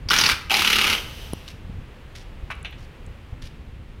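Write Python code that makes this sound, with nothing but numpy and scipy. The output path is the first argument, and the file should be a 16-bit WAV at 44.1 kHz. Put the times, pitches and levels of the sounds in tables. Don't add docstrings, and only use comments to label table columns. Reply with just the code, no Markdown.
import sys
import numpy as np
from scipy import signal
from scipy.fft import rfft, irfft
from scipy.io import wavfile
from scipy.ndimage import uniform_filter1d

SR = 44100
rng = np.random.default_rng(int(sys.argv[2]) if len(sys.argv) > 2 else 0)


def inscribe(sig):
    pcm = np.round(np.clip(np.atleast_2d(sig).T, -1, 1) * 32767)
    wavfile.write(sys.argv[1], SR, pcm.astype(np.int16))


N = 176400
T = np.arange(N) / SR

# start in seconds, level in dB, pitch in Hz.
HARD_KNOCKS = [(0.087, -23.5, 5310), (0.1009, -21, 5380), (0.1057, -13.5, 1402), (0.1125, -17.5, 3230),
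               (0.1323, -15.5, 1500), (0.186, -15.5, 5650), (.212, -15, 5340), (.237, -16, 4010),
               (.257, -18, 2400), (0.262, -15, 5110), (0.289, -17.5, 1455), (0.2963, -15, 2400),
               (0.497, -23.5, 2860), (0.5057, -18.5, 2796), (.54, -18, 4580), (.674, -17, 3646),
               (.73, -15.5, 2955), (.786, -21, 2306), (.949, -22.5, 2797), (.979, -26, 2920)]
# start in seconds, level in dB, pitch in Hz.
MIC_BUMPS = [(0.055, -22, 78), (0.323, -23, 70), (1.694, -24, 120), (1.78, -26, 70), (2.422, -22.5, 46.3),
             (3.07, -27, 69.5), (3.323, -21.5, 70)]
BLOW_RISE_S, BLOW_HOLD_S = .0008, .0016


def from_db(db):
    return 10 ** (np.asarray(db) / 20)


def rms_one(x):
    return x / np.sqrt(np.mean(x ** 2) + 1e-20)


def butter(x, hz, kind):
    return signal.sosfilt(signal.butter(2, hz, kind, fs=SR, output="sos"), x + 1e-18)


def colour(x, spectrum):
    hz, db = np.transpose(spectrum)
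    size = 2 * N
    octave = np.log2(np.maximum(np.arange(N + 1) * SR / size, 1))
    octaves_outside = np.abs(octave - np.clip(octave, np.log2(hz[0]), np.log2(hz[-1])))
    curve_db = np.interp(octave, np.log2(hz), db) - 18 * octaves_outside
    cepstrum = irfft(np.log(rms_one(from_db(curve_db))))
    cepstrum[1:N] *= 2
    cepstrum[N + 1:] = 0
    return irfft(rfft(x, size) * np.exp(rfft(cepstrum)))[:N]


def flicker(seconds):
    return rms_one(uniform_filter1d(rng.standard_normal(N), max(int(seconds * SR), 1)))


def noise(rough_db=0, grain_s=.0011):
    return rms_one(from_db(rough_db * flicker(grain_s)) * rng.standard_normal(N))


def envelope(start, rise, hold, t60):
    age = T - start
    return np.clip(age / rise, 0, 1) * np.exp(-np.log(1000) * np.clip((age - rise - hold) / t60, 0, 2))


def ring(x, hz, t60):
    radius, angle = np.exp(-np.log(1000) / (t60 * SR)), 2 * np.pi * hz / SR
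    gain = np.sqrt((1 - radius ** 2) / 2)
    return signal.lfilter([gain, 0, -gain], [1, -2 * radius * np.cos(angle), radius ** 2], x + 1e-18)


def street():
    # time in seconds, level in dB.
    levels = [(0, -49.5), (2, -49), (3.1, -49.5), (3.8, -52)]
    # frequency in Hz, relative level in dB.
    spectrum = [(120, -22), (200, -2), (258, -10.5), (320, -8), (520, -8), (620, -13.5), (2800, -17.5),
                (5700, -34), (15500, -43.5)]
    return from_db(np.interp(T, *np.transpose(levels))) * colour(noise(), spectrum)


def house_echoes(x):
    split_hz, delay_s = 2530, .0049
    low = butter(noise(), split_hz, "low") * envelope(delay_s, rise=.015, hold=0, t60=.55)
    high = butter(noise(), split_hz, "high") * envelope(delay_s, rise=.0043, hold=0, t60=.41)
    return from_db(-10.5) * signal.fftconvolve(x, rms_one(low + high) / np.sqrt(N))[:N]


def wind():
    # time in seconds, level in dB.
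    levels = [(0, -35), (.3, -39.5), (.9, -37), (1.2, -39), (1.5, -42), (1.75, -32), (1.92, -44),
              (2.45, -38), (2.7, -40.5), (3.05, -38), (3.18, -42.5), (3.38, -38), (3.7, -37.5), (4, -41)]
    # frequency in Hz, relative level in dB.
    spectrum = [(12, -20.5), (20, 3), (76, 2), (171, -8.5), (201, -23), (228, -12), (258, -15.5),
                (400, -27), (520, -59), (880, -120)]
    rumble = rms_one(colour(noise(rough_db=1.5, grain_s=.04), spectrum))
    return from_db(np.interp(T, *np.transpose(levels))) * rumble


def handling_bumps():
    swing_cycles = 1.2
    swings = shake = 0
    for start, db, hz in MIC_BUMPS:
        cycles = (T - start) * hz
        window = np.sin(np.pi * np.clip(cycles / swing_cycles, 0, 1)) ** 2
        swings += from_db(db) * np.sin(2 * np.pi * cycles) * window
        shake += from_db(db) * envelope(start, rise=.0088, hold=0, t60=.12)
    thuds = butter(butter(noise() * shake, 216.5, "low"), 92.7, "high")
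    return swings + thuds


def handling_pop():
    # frequency in Hz, relative level in dB.
    spectrum = [(1000, 9), (1800, -2), (3500, -1), (8300, -9.5), (10200, 4.5), (13500, -15)]
    start_s = 1.3338
    pulse = from_db(-9.5) * envelope(start_s, rise=.00017, hold=0, t60=.0065)
    push = butter(butter(pulse, 550, "low"), 60, "high")
    snap = from_db(-21.5) * envelope(start_s, rise=.00011, hold=0, t60=.0056) * noise()
    return push + colour(snap, spectrum)


def scuffs():
    # start in seconds, hold in seconds, level in dB.
    rubs = [(1.476, 0.0073, -41), (1.492, 0.022, -48.5), (2.149, 0.011, -41.5), (2.169, 0.012, -48),
            (2.191, 0.03, -51), (2.501, 0.019, -46), (2.778, 0.069, -56.5), (3.417, 0.0094, -46.5),
            (3.437, 0.034, -47)]
    # frequency in Hz, relative level in dB.
    spectrum = [(600, -28), (1600, 2.5), (3000, 5.5), (5500, 2.5), (7500, -8.5), (10000, -9.5),
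                (15000, -21)]
    strokes = sum(from_db(db) * envelope(start, .0046, hold, t60=.024) for start, hold, db in rubs)
    return colour(strokes * noise(rough_db=3.5), spectrum)


def ticks():
    # start in seconds, level in dB, band centre in Hz.
    contacts = [(1.479, -31, 3200), (2.154, -36.5, 1700), (2.513, -43.5, 10000), (2.553, -51, 9800),
                (2.629, -43.5, 8600), (2.709, -52, 12800), (3.064, -44.5, 8000)]
    out = 0
    for start, db, hz in contacts:
        band = rms_one(butter(noise(), [hz / 1.2, min(hz * 1.16, SR / 3)], "band"))
        out += from_db(db) * envelope(start, rise=.00038, hold=0, t60=.0076) * band
    return out


def clacks():
    # start in seconds, level before filtering in dB, band centre in Hz.
    hits = [(2.501, -32, 1500), (2.511, -32.5, 2000), (2.519, -38.5, 2700), (2.647, -31, 3900),
            (2.655, -32.5, 3620), (2.726, -42, 3480)]
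    # frequency in Hz, gain in dB, time to fall 60 dB in seconds.
    modes = [(1160, -34, .1), (1600, -27, 0.044), (2620, -23, 0.049), (2900, -27.5, .2)]
    # frequency in Hz, relative gain in dB.
    spectrum = [(200, -18), (600, 9), (1100, 7), (2000, 5), (2900, 5.5), (4100, -2.5), (4900, -23),
                (6000, -15), (8000, -31), (10000, -15), (13000, -35)]
    edge_ratio = 2 ** 1.03
    knocks = 0
    for start, db, hz in hits:
        hit = from_db(db) * envelope(start, rise=.0005, hold=0, t60=.094) * noise(rough_db=2)
        band = butter(hit, [hz / edge_ratio, min(hz * edge_ratio, SR / 3)], "band")
        knocks += band + from_db(-7.5) * hit
    ringing = sum(from_db(db) * ring(knocks, hz, t60) for hz, db, t60 in modes)
    return colour(knocks + ringing, spectrum)


def motor():
    # time in seconds, hiss level in dB, gear pitch in Hz.
    spin = [(0.499, -50, 2700), (.56, -35.5, 2880), (.75, -38.5, 2885), (0.929, -28.5, 2936),
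            (1.059, -44, 3056), (1.239, -44, 2984), (1.32, -48.5, 2910), (1.421, -52.5, 2730),
            (1.5, -54, 2640), (1.6, -71, 2500)]
    # frequency in Hz, relative level in dB.
    spectrum = [(350, -10), (1780, -16.5), (2990, -8.5), (4090, -15), (6060, -18.5), (6670, -26.5),
                (13300, -24), (15500, -31)]
    # multiple of the gear pitch, width in Hz, dB against the hiss.
    partials = [(.074, 11, -21), (1, 190, -7), (2.05, 200, -18.5), (4.5, 250, -23)]
    times, levels_db, gear_hz = np.transpose(spin)
    gear_phase = 2 * np.pi * np.cumsum(np.interp(T, times, gear_hz)) / SR
    whine = 0
    for multiple, width, db in partials:
        wander = butter(noise(), width / 2, "low") + 1j * butter(noise(), width / 2, "low")
        whine += from_db(db) * rms_one(np.real(wander * np.exp(1j * multiple * gear_phase)))
    level = from_db(np.interp(T, times, levels_db, left=-120, right=-120))
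    return level * (colour(noise(), spectrum) + whine)


def wood_creak():
    # start in seconds, hold in seconds, level in dB, pitch in Hz.
    groans = [(0.503, 0.041, -27.5, 803), (0.794, 0.085, -31, 1243)]
    return sum(from_db(db) * ring(noise() * envelope(start, .0013, hold, t60=.18), hz, t60=.029)
               for start, hold, db, hz in groans)


def clanks():
    out = 0
    for start, db, hz in HARD_KNOCKS:
        shape = envelope(start, BLOW_RISE_S, BLOW_HOLD_S, t60=.034)
        cluster_hz = hz * (1 + .16 * rng.uniform(-1, 1, size=(6, 1)))
        clank = shape * np.sin(2 * np.pi * cluster_hz * T).sum(axis=0)
        out += from_db(db) * np.sqrt(np.mean(shape ** 2)) * rms_one(clank)
    return out


def hammer_force(first, last, gap, growth, top_db, top_s, arch):
    rebound_s, rebound_db, accent_db, rattle_lead_s = .007, -5.5, -2.5, .0067
    count = np.arange(40)
    times = first + count * gap + count * (count - 1) / 2 * growth
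    blows = [(start, top_db - arch * (start - top_s) ** 2 + rng.normal(0, .5))
             for start in times[times < last]]
    rebounds = [(start + rebound_s * rng.normal(1, .16), db + rng.normal(rebound_db, 2))
                for start, db in blows]
    accents = [(start, db + accent_db) for start, db, _ in HARD_KNOCKS
               if first - 2 * gap < start < last + 2 * gap]
    power = sum((from_db(db) * envelope(start, BLOW_RISE_S, BLOW_HOLD_S, t60=.03)) ** 2
                for start, db in blows + rebounds + accents)
    rattle = from_db(-24) * noise(rough_db=3.5)
    hiss = from_db(-29) * butter(noise(rough_db=.5), 7940, "high")
    running = envelope(first - rattle_lead_s, rise=rattle_lead_s, hold=last - first, t60=.13)
    return np.sqrt(power) * noise() + (rattle + hiss) * running


def hammering():
    # start, end, first gap, growth of the gap per blow, all in seconds.
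    runs = [(.1155, .32, .02315, .00052), (.5138, .935, .0261, .000213)]
    # top blow level in dB, its time in seconds, fall on either side
    # in dB per second squared, loss of treble in dB per second.
    strengths = [(-15.5, 0.12, 139.5, 0), (-15, 0.76, 50, 10)]
    # frequency in Hz, relative level in dB in the first run
    # and in the second, time to fall 60 dB in seconds.
    modes = [(1220, -6, 0, .07), (1450, 9.5, -1, .06), (1535, 10, 10.5, 0.084), (2315, 9.5, 1, .06),
             (2910, 6.5, 3, .067), (2990, 8, -10, .07), (3960, 5.5, -13, .08), (5160, 7, -10, .1),
             (5700, 7, -13, .09)]
    # frequency in Hz, relative gain in dB.
    spectra = [
        [(88, -22), (150, -5.5), (460, -9), (695, -15.5), (850, -4), (1450, -3.5), (1870, -3.5), (3100, -0.5),
         (4750, -5.5), (5650, -6.5), (7560, -21), (10100, -17.5), (15500, -25.5)],
        [(88, -52), (150, -18), (217, -5.5), (274, -14), (420, -13), (681, -25), (827, -9.5), (1150, -10.5),
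         (1270, -5), (1760, -9), (2230, -1), (2920, -0.5), (3410, -5), (5990, -13), (7860, -25), (11400, -20),
         (15500, -29.5)],
    ]
    treble_hz, ring_db, mode_flicker_db = 3760, -36, 4
    out = 0
    for run, (first, last, gap, growth) in enumerate(runs):
        top_db, top_s, arch, dulling = strengths[run]
        force = hammer_force(first, last, gap, growth, top_db, top_s, arch)
        body = signal.lfilter(*signal.butter(1, treble_hz, fs=SR), force)
        treble = force - body
        tilt_db = 1.17 * flicker(.0099)
        loss_db = dulling * (np.clip(T, first, last) - top_s)
        force = body * from_db(-tilt_db / 2) + treble * from_db(tilt_db - loss_db)
        ringing = 0
        for hz, *levels_db, t60 in modes:
            drive = force * from_db(mode_flicker_db * flicker(gap))
            ringing += from_db(ring_db + levels_db[run]) * ring(drive, hz, t60)
        out += colour(force + ringing, spectra[run])
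    return out


def scene():
    work = hammering() + clanks() + wood_creak() + motor() + clacks() + scuffs()
    background = street() + wind() + handling_bumps() + handling_pop()
    return (work + house_echoes(work) + ticks() + background)[None]


def record(dry):
    cutoff_hz = 15800
    return signal.sosfilt(signal.ellip(12, .1, 80, cutoff_hz, fs=SR, output="sos"), np.tanh(dry))


dry = scene()
out = record(dry)
inscribe(out)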